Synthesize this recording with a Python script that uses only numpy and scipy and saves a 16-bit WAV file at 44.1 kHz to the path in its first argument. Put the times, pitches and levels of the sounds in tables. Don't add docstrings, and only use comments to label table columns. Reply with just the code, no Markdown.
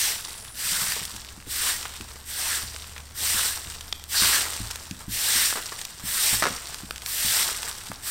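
import sys
import numpy as np
from scipy import signal
from scipy.fft import rfft, irfft
from scipy.io import wavfile
from scipy.ndimage import uniform_filter1d

SR = 44100
rng = np.random.default_rng(int(sys.argv[2]) if len(sys.argv) > 2 else 0)


def int16_out(signal):
    q = np.round(np.clip(np.atleast_2d(signal).T, -1, 1) * 32767)
    wavfile.write(sys.argv[1], SR, q.astype(np.int16))


N = 357321
TIME = np.arange(N) / SR

# (touch-down [s],
#   time to full pressure [s], time on the ground [s], hiss [dB], top of the hiss [dB], scrape [dB],
#   pushed soil [dB], trailing dirt [dB], settling of that dirt [dB/s])
STROKES = [(-.25, 0.11, 0.35, -26, -26, -24.5, -37, -40, 23),
           (0.534, 0.19, .39, -27.5, -30, -28, -37.5, -37, 31),
           (1.456, 0.26, 0.24, -25, -28.5, -25.5, -35, -37.5, 26),
           (2.239, 0.25, 0.33, -28.5, -32, -29, -37, -38.5, 30.5),
           (3.133, 0.2, 0.35, -25.5, -27.5, -26, -35, -38, 27),
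           (4.075, 0.17, 0.29, -23.5, -24.5, -22.5, -31, -31.5, 29.5),
           (5.076, 0.32, 0.4, -23.5, -25, -23.5, -34.5, -37, 19),
           (6.02, 0.27, 0.33, -23.5, -25, -24.5, -34, -35.5, 22.5),
           (7.031, 0.32, 0.38, -25.5, -25.5, -26, -35.5, -31.5, 28),
           (8.014, 0.46, 0.28, -21, -25, -24, -30.5, -40, 25)]


def amp(db):
    return 10 ** (np.asarray(db) / 20)


def unit(x):
    return x / np.sqrt(np.mean(x ** 2) + 1e-20)


def curves(rows):
    s, *columns = np.transpose(rows)
    return [np.interp(TIME, s, c) for c in columns]


def add(mix, s, sound):
    part = mix[max(round(s * SR), 0):][:len(sound)]
    part += sound[:len(part)]


def after_zero(start, x):
    return x[max(round(-start * SR), 0):]


def colour(x, spectrum):
    hz, db = np.transpose(spectrum)
    f = abs(np.fft.fftfreq(8192, 1 / SR))
    log_gain = np.log(amp(np.interp(np.log(f + 1), np.log(hz), db)))
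    response = np.exp(np.conj(signal.hilbert(log_gain)))
    taps = np.fft.ifft(response).real[:len(f) // 2]
    return signal.oaconvolve(x, taps)[:len(x)]


def wander(hz, size=16384):
    step = N / SR / size
    spectrum = rfft(rng.standard_normal(size))
    slow = irfft(spectrum / (1 + (np.fft.rfftfreq(size, step) / hz) ** 2))
    return unit(np.interp(TIME, np.arange(size) * step, slow))


def grains(per_s, spread_db):
    chance = rng.random(N) * SR / per_s
    at = np.flatnonzero(chance < 1)
    size = amp(spread_db * np.minimum(-np.log(chance[at] + 1e-9), 4))
    sign = 2 * rng.integers(0, 2, N, dtype=np.int8)[at] - 1
    return unit(np.bincount(at, size * sign, N))


def blend(smooth, coarse, share):
    share = np.clip(share, 0, 1)
    return np.sqrt(1 - share) * smooth + np.sqrt(share) * coarse


def scatter(x, t60, delay_s):
    t = np.arange(SR // 2) / SR
    taps = rng.standard_normal(len(t)) * (rng.random(len(t)) < 2500 / SR) * (t > delay_s)
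    taps = taps * amp(-60 * t / t60)
    return signal.oaconvolve(x, taps / np.linalg.norm(taps))[:N]


def resonate(x, hz, width):
    b, a = signal.iirpeak(min(hz, SR / 2.2), max(hz / width, .4), fs=SR)
    return signal.lfilter(b, a, signal.lfilter(b, a, x))


def note(s, length, hz, width, db):
    swell = signal.windows.tukey(int(length * SR), .7)
    sound = amp(db) * swell * unit(resonate(rng.standard_normal(len(swell)), hz, width))
    start = s - length / 2
    return start, after_zero(start, sound)


def ring(modes, pitch=1):
    t = np.arange(SR // 2) / SR
    return sum(amp(db - 60 * t / t60) * np.sin(2 * np.pi * hz * pitch * t) for hz, db, t60 in modes)


def crack(level_db, t60, spectrum, crumble=0.35, crest=4.47):
    t = np.arange(SR // 8) / SR
    decay = amp(-60 * t / t60)
    impact = 2.4 * (t == 0)
    fractures = crumble * rng.choice([-1, 1], len(t)) * decay
    burst = colour(fractures + impact, spectrum)
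    return amp(level_db) * burst / np.linalg.norm(burst) * 2 * np.linalg.norm(decay) / crest


def background():
    # (time [s], pitch [Hz], level [dB])
    drone_path = [(0, 62.8, -58), (1.2, 62, -51), (1.45, 69, -50.5), (2.3, 71.14, -49), (2.6, 73, -46.5),
                  (4.75, 76, -49), (5.7, 62, -60), (7, 62.5, -50), (8.1, 59, -54)]
    # (frequency [Hz], relative level [dB])
    air_colour = [(12, -2), (22, 1.5), (33, -6.5), (50, -6), (100, -3.5), (160, -10.5), (300, -18),
                  (700, -22.5), (1300, -23), (3000, -37), (8000, -30), (15000, -35)]
    hz, db = curves(drone_path)
    drone = np.sin(2 * np.pi * np.cumsum(hz + 0.84 * wander(hz=5.4)) / SR)
    drone = unit(drone) * amp(db - 0.5 + 0.89 * wander(hz=4.4))
    air = amp(-50) * unit(colour(rng.standard_normal(N), air_colour))
    return drone + air


def high_tones():
    # (middle [s], length [s], pitch [Hz], width of the resonance [Hz], level before the fades [dB])
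    high_bands = [(0.408, 0.76, 9800, 1600, -48), (2.21, .1, 12700, 400, -58),
                  (3.888, 0.045, 13100, 200, -51), (3.977, .08, 12540, 300, -55),
                  (5.0, 0.18, 12300, 250, -67), (7.46, 2, 10930, 70, -59)]
    out = np.zeros(N)
    for row in high_bands:
        add(out, *note(*row))
    return out


def low_thuds(press_s=0.0023, soft_hz=375):
    # (time [s], peak [dB], deep part [dB], pitch factor)
    thuds = [(.650, -38, -12, .85), (0.718, -33.5, -21, .87), (.776, -40, -12, 0.86),
             (0.817, -32, -23, .85), (.885, -38, -12, 0.81), (1.011, -35, -18, .85),
             (1.138, -34.5, 4, 1.02), (1.375, -36.5, -15, .97), (1.468, -34.5, 4, 1.35),
             (2.003, -30.5, 0, 1.07), (2.632, -33, 6, 0.95), (3.212, -37.5, 9, .95), (3.343, -31, 4, .96),
             (3.663, -36, 5, 0.95), (4.219, -24, -2, .96), (4.601, -24, 5, 0.93), (4.909, -25.5, -10, 0.92),
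             (5.079, -24.5, -0.5, 0.93), (5.353, -31.5, 0, 1.04), (6.036, -28.5, -2, 0.9),
             (6.327, -24.5, 1, 0.91), (6.503, -29, -4, 0.91), (6.832, -29.5, -8, 0.97),
             (7.245, -29, -1, 0.9), (7.898, -29.5, -5, 0.92)]
    # (frequency [Hz], level [dB], time to fall 60 dB [s])
    thud_modes = [(145, -2.5, 0.063), (205, 5, 0.051), (283, 1.5, 0.049), (331, -8.5, 0.079)]
    # (frequency [Hz], level [dB], time to fall 60 dB [s])
    deep_modes = [(49.6, -8.5, 0.44), (108, -6, 0.23)]
    out = np.zeros(N)
    for s, db, deep_db, pitch in thuds:
        thud = ring(thud_modes, pitch) + amp(deep_db) * ring(deep_modes)
        press = 1 - np.exp(-np.arange(len(thud)) / SR / press_s)
        soft = signal.butter(6, soft_hz * pitch ** 3, fs=SR, output="sos")
        thud = signal.sosfilt(soft, thud * press)
        add(out, s, -amp(db) * thud / abs(thud).max())
    return out


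def tick(db, hz, t60):
    return crack(db, t60, [(hz / 12, -20), (hz / 2.14, -4), (hz, 0), (hz * 1.78, -5), (hz * 5, -22)])


def small_ticks(level_db=-24.0, spread_db=2, centre_hz=3600, spread_octaves=0.46, t60=0.0061,
                within_s=.55, fade_db_per_s=9, count=6):
    out = np.zeros(N)
    for start, _, ground_s, *_ in STROKES:
        moments = within_s * rng.random(count)
        for when, size, pitch in zip(moments, *rng.standard_normal((2, count))):
            db = level_db + spread_db * size - fade_db_per_s * when
            hz = centre_hz * 2 ** (spread_octaves * pitch)
            add(out, start + ground_s + when, tick(db, hz, t60))
    return out


def debris():
    # (time [s], level [dB], centre [Hz], time to fall 60 dB [s])
    flicked = [(.921, -11.5, 3050, .014), (1.053, -17, 6600, 0.029), (1.163, -24.5, 5000, .05),
               (1.248, -25, 3500, 0.013), (1.829, -20, 3500, .03), (1.854, -18, 1660, 0.033),
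               (2.010, -21.5, 3000, .017), (2.763, -17, 2750, 0.008), (2.843, -26, 2150, .016),
               (2.964, -27, 2000, 0.056), (2.980, -23, 3200, .02), (3.809, -22, 3500, 0.027),
               (4.040, -18, 5440, .005), (4.711, -17.5, 3800, .03), (4.758, -17, 4570, 0.014),
               (4.911, -17.5, 3580, 0.012), (5.815, -18, 3920, 0.026), (5.852, -15.5, 4900, 0.016),
               (6.671, -20, 5040, 0.013), (6.745, -15.5, 3900, 0.0095), (6.909, -10, 1620, 0.0078),
               (6.96, -21, 3850, 0.02), (6.981, -21, 3800, 0.0058), (7.02, -24, 3970, 0.022),
               (7.062, -10.5, 4550, 0.0077), (7.631, -11.5, 3160, 0.007), (7.917, -16.5, 1170, 0.015)]
    # (time [s], level [dB], time to fall 60 dB [s])
    clods = [(5.527, -11.5, 0.0081), (5.556, -23, 0.14), (5.572, -21.5, 0.12), (5.721, -22.5, 0.065),
             (6.4239, -6, 0.027), (6.4303, -11, 0.031), (6.4388, -8, 0.034), (6.4547, -8.5, 0.021),
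             (6.460, -14, 0.045), (6.4671, -11.5, 0.068), (6.482, -18, 0.027)]
    # (frequency [Hz], relative level [dB])
    clod_colour = [(100, -13), (300, -3.5), (570, -2.5), (850, -1.5), (1400, 2), (2050, -4), (2700, -11),
                   (5000, -12), (9000, -19), (15000, -42)]
    # (time [s], peak [dB])
    snaps = [(3.9261, -11), (3.9270, -9.5), (3.9286, -10)]
    # (frequency [Hz], relative level [dB], time to fall 60 dB [s])
    stem_modes = [(3490, 0, 0.019), (3800, 3, 0.007), (4700, 4, 0.0053), (5200, -2, 0.0034),
                  (6300, -10, .002), (8800, -23, .002)]
    out = small_ticks()
    for s, db, hz, t60 in flicked:
        add(out, s, tick(db, hz, t60))
    for s, db, t60 in clods:
        add(out, s, crack(db, t60, clod_colour))
    stem = ring(stem_modes)
    for s, db in snaps:
        add(out, s, amp(db) * stem / abs(stem).max())
    return out


def crackle(low_hz, high_hz, per_s, spread_db, sharpness, count=7, skitter_db=-9):
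    pitches = np.geomspace(low_hz, high_hz, count)
    ticks = sum(unit(resonate(grains(per_s / count, spread_db), hz, hz / sharpness)) for hz in pitches)
    return unit(ticks + amp(skitter_db) * scatter(ticks, t60=0.032, delay_s=0.00088))


def shimmer(x, patchy_db, size=512):
    z = signal.stft(x, nperseg=size)[2]
    patches = uniform_filter1d(rng.standard_normal(z.shape), size=9, axis=0)
    patches = uniform_filter1d(patches, size=8, axis=1)
    return unit(signal.istft(z * amp(patchy_db * unit(patches)), nperseg=size)[1][:N])


def pressure(levels_db, build_db):
    land_s, sag_db_per_s, lift_db_per_s = .06, 14, 135
    power, t = np.zeros(N), np.arange(SR) / SR
    for (start, full_s, ground_s, *_), db in zip(STROKES, levels_db):
        db = db - build_db * np.maximum(1 - t / full_s, 0) ** 1.51
        db = db - sag_db_per_s * np.maximum(t - full_s, 0)
        db = db - lift_db_per_s * np.maximum(t - ground_s, 0)
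        gain = np.minimum(t / land_s, 1) * amp(db)
        add(power, start, after_zero(start, gain) ** 2)
    return np.sqrt(power)


def trail(linger=1):
    power, t = np.zeros(N), np.arange(2 * SR) / SR
    for start, _, ground_s, *_, db, settle_db_per_s in STROKES:
        settled_db = settle_db_per_s / linger * np.maximum(t - ground_s, 0)
        gain = np.minimum(t / ground_s, 1) ** 2 * amp(db - settled_db)
        add(power, start, after_zero(start, gain) ** 2)
    return np.sqrt(power)


def clumps(per_s=45, die_s=0.012, share=0.35):
    landings = np.minimum(rng.exponential(1, N), 3) * (rng.random(N) < per_s / SR)
    power = signal.lfilter([1], [1, -np.exp(-1 / SR / die_s)], landings)
    share = np.clip(share, 0, 1)
    return np.sqrt(1 - share + share * power / power.mean())


def broom(loose_share=0.4, pressed_share=0.04, top_hz=10000, loose_soil=0.72,
          trail_top_db=-4, trail_scrape_db=0.5, trail_soil_db=-6):
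    # (frequency [Hz], relative level [dB])
    hiss_colour = [(4500, -30), (6000, -25.5), (6700, -15.5), (7600, -2.5), (8250, 1.5), (8850, 1.5),
                   (9500, -3), (10800, -9), (12000, -5), (13700, -3.5), (15500, -10)]
    scrape_colour = [(1300, -20), (1900, -2.5), (2300, -4.5), (2850, -2), (3600, -0.5), (4200, 0),
                     (4800, 0), (5900, 1), (6500, -5), (7500, -1.5), (10000, -42)]
    rubbed_colour = [(150, -23), (350, -11.5), (600, -10), (900, -4.5), (1300, 0.5), (1730, 2.5),
                     (2250, -7), (3200, -24.5)]
    rolling_colour = [(90, -20), (170, -6.5), (350, -3), (600, -7), (1100, 0), (1600, 1), (2200, -10.5),
                      (3500, -18), (7000, -36)]
    # (middle [s], length [s], pitch [Hz], level before the fades [dB])
    rasps = [(0.038, 0.092, 5860, -30), (0.034, 0.13, 1870, -39), (0.794, 0.29, 1510, -45),
             (2.52, .22, 1710, -40), (3.402, .2, 1650, -47), (4.192, 0.11, 4580, -24.5),
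             (5.391, 0.15, 1760, -33)]
    hiss_db, top_db, scrape_db, soil_db = np.transpose(STROKES)[3:7]
    pressed = pressure(hiss_db, build_db=13.0)
    landing = clumps()
    dirt = trail() * landing
    loose = dirt ** 2 / (dirt ** 2 + pressed ** 2 + 1e-12)
    share = pressed_share + (loose_share - pressed_share) * loose

    sand = grains(per_s=4000, spread_db=8.5)
    slips = shimmer(grains(per_s=20000, spread_db=0.0), patchy_db=1.16)
    hiss = unit(colour(blend(slips, sand, 1.1 * share), hiss_colour))
    high_pass = signal.butter(4, top_hz, "high", fs=SR, output="sos")
    top = signal.sosfiltfilt(high_pass, hiss)

    leaf_scraps = crackle(2200, 8100, per_s=650, spread_db=5.5, sharpness=1.27)
    scraps = blend(leaf_scraps, sand, 0.6)
    scratches = shimmer(grains(per_s=12000, spread_db=0.0), patchy_db=1.27)
    scrape = unit(colour(blend(scratches, scraps, share), scrape_colour))

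    rubbed = shimmer(grains(per_s=6000, spread_db=2.0), patchy_db=3.5)
    rubbed = unit(colour(rubbed, rubbed_colour))
    crumbs = crackle(550, 1540, per_s=300, spread_db=3.5, sharpness=0.88)
    rolling = unit(colour(grains(per_s=3000, spread_db=0.5), rolling_colour))
    soil = blend(rubbed, blend(rolling, crumbs, 0.56), loose_soil * loose + 0.048)

    top_gain = np.hypot(pressure(top_db, build_db=8), amp(trail_top_db) * dirt)
    hiss = (hiss - top) * np.hypot(pressed, dirt) + top * top_gain
    scrape = scrape * np.hypot(pressure(scrape_db, build_db=12.5), amp(trail_scrape_db) * dirt)
    heavy_dirt = trail(linger=1.29) * landing
    soil = soil * np.hypot(pressure(soil_db, build_db=16), amp(trail_soil_db) * heavy_dirt)

    out = hiss * amp(1.07 + 0.5 * wander(hz=44))
    out = out + scrape * amp(0.11 + 0.42 * wander(hz=35))
    out = out + soil * amp(0.5 * wander(hz=40))
    out = out * amp(0.5 * wander(hz=45))
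    for s, length, hz, db in rasps:
        add(out, *note(s, length, hz, 0.34 * hz, db))
    return out


def scene():
    hits = debris() + low_thuds()
    echoes = scatter(hits, t60=0.58, delay_s=0.015)
    mid = background() + high_tones() + hits + amp(-12.5) * echoes + broom()
    side_colour = [(50, -5), (400, 6.5), (1200, -11.5), (7000, -20.0), (12000, -7.5)]  # (Hz, dB)
    side = amp(-74.5) * unit(colour(rng.standard_normal(N), side_colour))
    return np.array([mid + side, mid - side])


def record(dry):
    edge_hz = 15850
    taps = signal.firwin(801, edge_hz, window=("kaiser", 9), fs=SR)
    return signal.oaconvolve(dry, taps[None], "same")


dry = scene()
out = record(dry)
int16_out(out)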